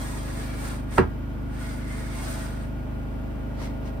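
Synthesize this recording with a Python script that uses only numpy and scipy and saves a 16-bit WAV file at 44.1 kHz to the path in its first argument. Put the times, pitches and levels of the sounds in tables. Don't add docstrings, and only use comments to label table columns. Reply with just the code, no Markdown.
import sys
import numpy as np
from scipy import signal
from scipy.fft import rfft, irfft
from scipy.io import wavfile

SR = 44100
rng = np.random.default_rng(int(sys.argv[2]) if len(sys.argv) > 2 else 0)


def waveform_to_disk(signal):
    frames = np.transpose(np.atleast_2d(signal))
    scaled = np.clip(frames, -1, 1) * 32767
    samples = np.round(scaled).astype(np.int16)
    wavfile.write(sys.argv[1], SR, samples)


N = 176400
T = np.arange(N) / SR
HZ = np.maximum(np.arange(N // 2 + 1) * SR / N, 1)
SIDES = np.array([[-1], [1]])
RING_Q = 27


def slide():
    # time in seconds, speed as a level in dB.
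    stroke = [(0,4),(.2,-1.5),(.42,-0.5),(.52,-4.5),(.68,3.5),(.76,-3.5),(.87,-24.5),(.925,-3.5),(.985,3.5),(1.03,-29),(1.44,-37),(1.52,-14),(1.61,-4),(1.69,-3),(1.83,-10),(1.93,-4),(2.1,-3.5),(2.29,4.5),(2.44,0),(2.55,-9),(2.64,-11),(2.72,-28)]
    # frequency in Hz, density in dB per Hz.
    hiss_colour = [(2500,-102),(4200,-89.5),(5500,-89.5),(8400,-84),(10000,-89.5),(12000,-91.5),(15700,-96.5)]
    # frequency in Hz, density in dB per Hz.
    rub_colour = [(150,-89),(400,-74.5),(1000,-75.5),(1750,-76.5),(2400,-81.5),(2800,-85.5),(4500,-87),(9000,-110)]
    knee_db, chatter_db, pan_db, pan_hz = -1, 1, 3, 4650
    speed = from_db(np.interp(T, *np.transpose(stroke)))
    hiss = speed * friction(hiss_colour, grain_db=0.82, grain_rate=67, patchy_db=1.0)
    hiss += resonate(hiss, pan_hz, pan_hz / 2) * (from_db(pan_db * SIDES) - 1)
    drive = speed / np.hypot(speed, from_db(knee_db))
    chatter = from_db(chatter_db * drift(21))
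    return hiss + rail_rings() + drive * chatter * shifting_rub(rub_colour)


def shifting_rub(spectrum):
    shares = np.exp([drift(9.6) for _ in range(5)])
    shares /= np.sqrt((shares ** 2).sum(axis=0))
    return sum(share * noise(spectrum, ripple_db=6) for share in shares)


def rail_rings():
    # peak time in seconds, half length in seconds, pitch in Hz, peak density in dB per Hz.
    rings = [(0.077,0.084,1000,-66.5),(0.533,0.12,2290,-73),(.615,0.026,810,-61),(0.673,0.087,1130,-71),(0.69,.05,1370,-64),(1.68,0.068,2110,-72),(1.676,0.15,1460,-70.5),(1.916,0.074,2080,-68),(2.17,0.13,2150,-70.5),(2.273,0.12,655,-59.5),(2.342,.19,1500,-67.5)]
    slips = noise([(1, 0)], ripple_db=0)
    return sum(from_db(db) * resonate(slips * swell(peak, half), hz, hz / RING_Q)
               for peak, half, hz, db in rings)


def knock():
    # start in seconds, level in dB.
    touches = [(0.9774,-15.5),(0.9818,-1)]
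    # pitch in Hz, level in dB, seconds to fall by 60 dB.
    clack_modes = [(810,-13,0.012),(930,-3,0.014),(1300,-5,0.019),(1860,-14.5,0.039),(2360,-22,0.055),(2730,-27.5,0.077)]
    # frequency in Hz, density in dB per Hz.
    tick_colour = [(2000,-87),(4500,-68),(8500,-75),(15500,-83)]
    # start in seconds, level in dB, brightness in Hz.
    bumps = [(0.9878,5.5,900),(0.9946,-15.5,700),(1.0097,-12,900)]
    # pitch in Hz, level in dB, seconds to fall by 60 dB.
    box_modes = [(81,-25,0.49),(122.7,-21.5,0.19),(179.7,-18,0.078),(277,-14,0.063),(373,-14.5,0.13),(461,-19.5,0.11),(697,-35,0.058),(968,-29,0.15),(1105,-23,.1),(1437,-25,0.074),(1608,-27,0.15)]
    tick_decay_s, pan_db = 0.0017, 1.1
    hit = touches[-1][0]
    age = np.maximum(T - hit, 0)
    clack = sum(from_db(db) * strike(clack_modes, start, bright_hz=9000) for start, db in touches)
    tick = noise(tick_colour) * (T > hit) * np.exp(-age / tick_decay_s)
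    thump = sum(from_db(db) * strike(box_modes, start, bright_hz) for start, db, bright_hz in bumps)
    return (clack + tick + thump + room_tail(age)) * from_db(pan_db * SIDES)


def strike(modes, start, bright_hz):
    spread_rad, wide_hz, attack_limit_hz = 0.66, 250, 1100
    age = np.maximum(T[:SR * 2] - start, 0)
    out = np.zeros((2, N))
    for k, (hz, db, t60) in enumerate(modes):
        phase = spread_rad * hz / (hz + wide_hz) * (-1) ** k * SIDES
        attack = 1 - np.exp(-(4 * np.minimum(hz, attack_limit_hz) * age) ** 2)
        fade = from_db(db - 60 * age / t60) / np.hypot(1, hz / bright_hz)
        out[:, :len(age)] += attack * fade * np.sin(2 * np.pi * hz * age - phase)
    return out


def room_tail(age):
    # frequency in Hz, density in dB per Hz.
    tail_colour = [(60,-82),(150,-42),(700,-46.5),(1300,-50.5),(2000,-57.5),(2800,-68.5),(4000,-75.5),(15000,-100)]
    # frequency in Hz, seconds to fall by 60 dB.
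    decay = [(100,0.37),(500,0.19),(1500,0.22),(3000,.18),(10000,0.21)]
    rise_s = 0.003
    tail = sum(band * from_db(-60 * age / at_hz(decay, hz)) for hz, band in octaves(noise(tail_colour)))
    return tail * (1 - np.exp(-age / rise_s))


def lever_brushes():
    # peak time in seconds, level in dB, half length in seconds.
    passes = [(3.637,0.5,0.044),(3.873,-7.5,0.03)]
    # frequency in Hz, density in dB per Hz.
    skin_colour = [(1100,-74.5),(1600,-79.5),(2700,-84.5),(4300,-84.5),(8000,-92.5),(15500,-101)]
    lever_hz, lever_db = 2060, 7
    level = sum(from_db(db) * swell(peak, half) for peak, db, half in passes)
    rub = level * friction(skin_colour, grain_db=1.2, grain_rate=150, patchy_db=0.8)
    return rub + from_db(lever_db) * resonate(rub, lever_hz, lever_hz / RING_Q)


def drone():
    # multiple of the turning rate, level in dB.
    harmonics = [(2, -34), (3, -40), (4, -43), (5, -40.5), (6, -47.5), (8, -45), (9, -44.5), (10, -45),
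                 (11, -45), (13, -49.5), (16, -54), (17, -55), (21, -50), (23, -51.5), (25, -53),
                 (26, -51.5), (27, -58.5), (31, -55), (34, -61.5), (36, -55), (41, -64)]
    # time in seconds, gain in dB.
    mid_ride = [(0,-2),(1.3,-8),(3.1,-3),(3.8,0)]
    # frequency in Hz, density in dB per Hz.
    air_colour = [(30,-75),(60,-72),(250,-66.5),(420,-73.5),(600,-74.5),(1000,-82),(1550,-83),(1880,-87),(3100,-92),(3700,-99),(9300,-109),(12200,-105)]
    turn_hz, wander, flutter_depth, throb_depth = 25.45, 0.001, 0.146, 0.053
    upper_db, tilt_db_per_octave, scatter_db = -75.5, 3, 6.5
    mid_from_hz, mid_to_hz, wide_hz, spread_rad = 380, 950, 540, 1.4
    turn = 2 * np.pi * np.cumsum(turn_hz * (1 + wander * drift(2.4))) / SR
    upper = np.arange(32, 58)
    upper_levels = upper_db + tilt_db_per_octave * np.log2(upper / upper[0])
    upper_levels += scatter_db * rng.standard_normal(len(upper))
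    flutters = [drift(9.9) for _ in range(7)]
    mid_gain = from_db(np.interp(T, *np.transpose(mid_ride)))
    hum = np.zeros((2, N))
    for i, (multiple, db) in enumerate([*harmonics, *zip(upper, upper_levels)]):
        hz = multiple * turn_hz
        height = hz / (hz + wide_hz)
        phase = rng.uniform(0, 2 * np.pi) - SIDES * height * rng.choice([-1, 1]) * spread_rad
        level = from_db(db) * (1 + flutter_depth * height * flutters[i % len(flutters)])
        if mid_from_hz < hz < mid_to_hz:
            level *= mid_gain
        hum += np.sqrt(2) * level * np.sin(multiple * turn + phase)
    return hum + noise(air_colour) * (1 + throb_depth * np.sin(turn))


def friction(spectrum, grain_db, grain_rate, patchy_db):
    bands = sum(band * from_db(patchy_db * drift(15)) for _, band in octaves(noise(spectrum)))
    return bands * from_db(grain_db * drift(grain_rate))


def noise(spectrum, ripple_db=2.5):
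    # frequency in Hz, left-right correlation.
    likeness = [(60,1),(250,0.38),(600,0.068),(5500,0.054),(8500,1)]
    ripple_step_hz, lag_s, lag_from_hz = 44.98, 0.000218, 5500
    mid, side = rfft(rng.standard_normal((2, N)))
    alike = at_hz(likeness, HZ)
    mid_ripple, side_ripple = [from_db(ripple_db * np.interp(HZ / ripple_step_hz, np.arange(4000), steps))
                               for steps in rng.standard_normal((2, 4000))]
    pair = np.sqrt(1 + alike) * mid * mid_ripple - SIDES * np.sqrt(1 - alike) * side * side_ripple
    pair[0] *= np.exp(-2j * np.pi * HZ * lag_s * (HZ > lag_from_hz))
    return irfft(pair * from_db(at_hz(spectrum, HZ)), N) * np.sqrt(SR) / 2


def octaves(x):
    centres, whole = np.geomspace(62.5, 16000, 9), rfft(x)
    weights = [np.interp(np.log(HZ), np.log(centres), row) for row in np.eye(len(centres))]
    return [(hz, irfft(whole * weight, N)) for hz, weight in zip(centres, weights)]


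def resonate(x, hz, width_hz):
    radius = np.exp(-np.pi * width_hz / SR)
    feedback = [1, -2 * radius * np.cos(2 * np.pi * hz / SR), radius ** 2]
    return signal.lfilter(np.array([1, 0, -1]) * (1 - radius ** 2) / 2, feedback, x)


def swell(peak_s, half_s):
    return 1 / np.cosh(np.clip((T - peak_s) / half_s * 1.4, -20, 20))


def drift(rate_hz):
    slow = irfft(rfft(rng.standard_normal(N)) / (1 + (HZ / rate_hz) ** 2), N)
    return (slow - slow.mean()) / slow.std()


def at_hz(points, hz):
    frequencies, values = np.transpose(points)
    return np.interp(np.log(hz), np.log(frequencies), values)


def from_db(db):
    return 10 ** (np.asarray(db) / 20)


def scene():
    return slide() + knock() + lever_brushes() + drone()


def record(dry):
    cutoff_hz = 15750
    return signal.sosfilt(signal.ellip(10, 0.1, 90, cutoff_hz, fs=SR, output="sos"), dry)


dry = scene()
out = record(dry)
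waveform_to_disk(out)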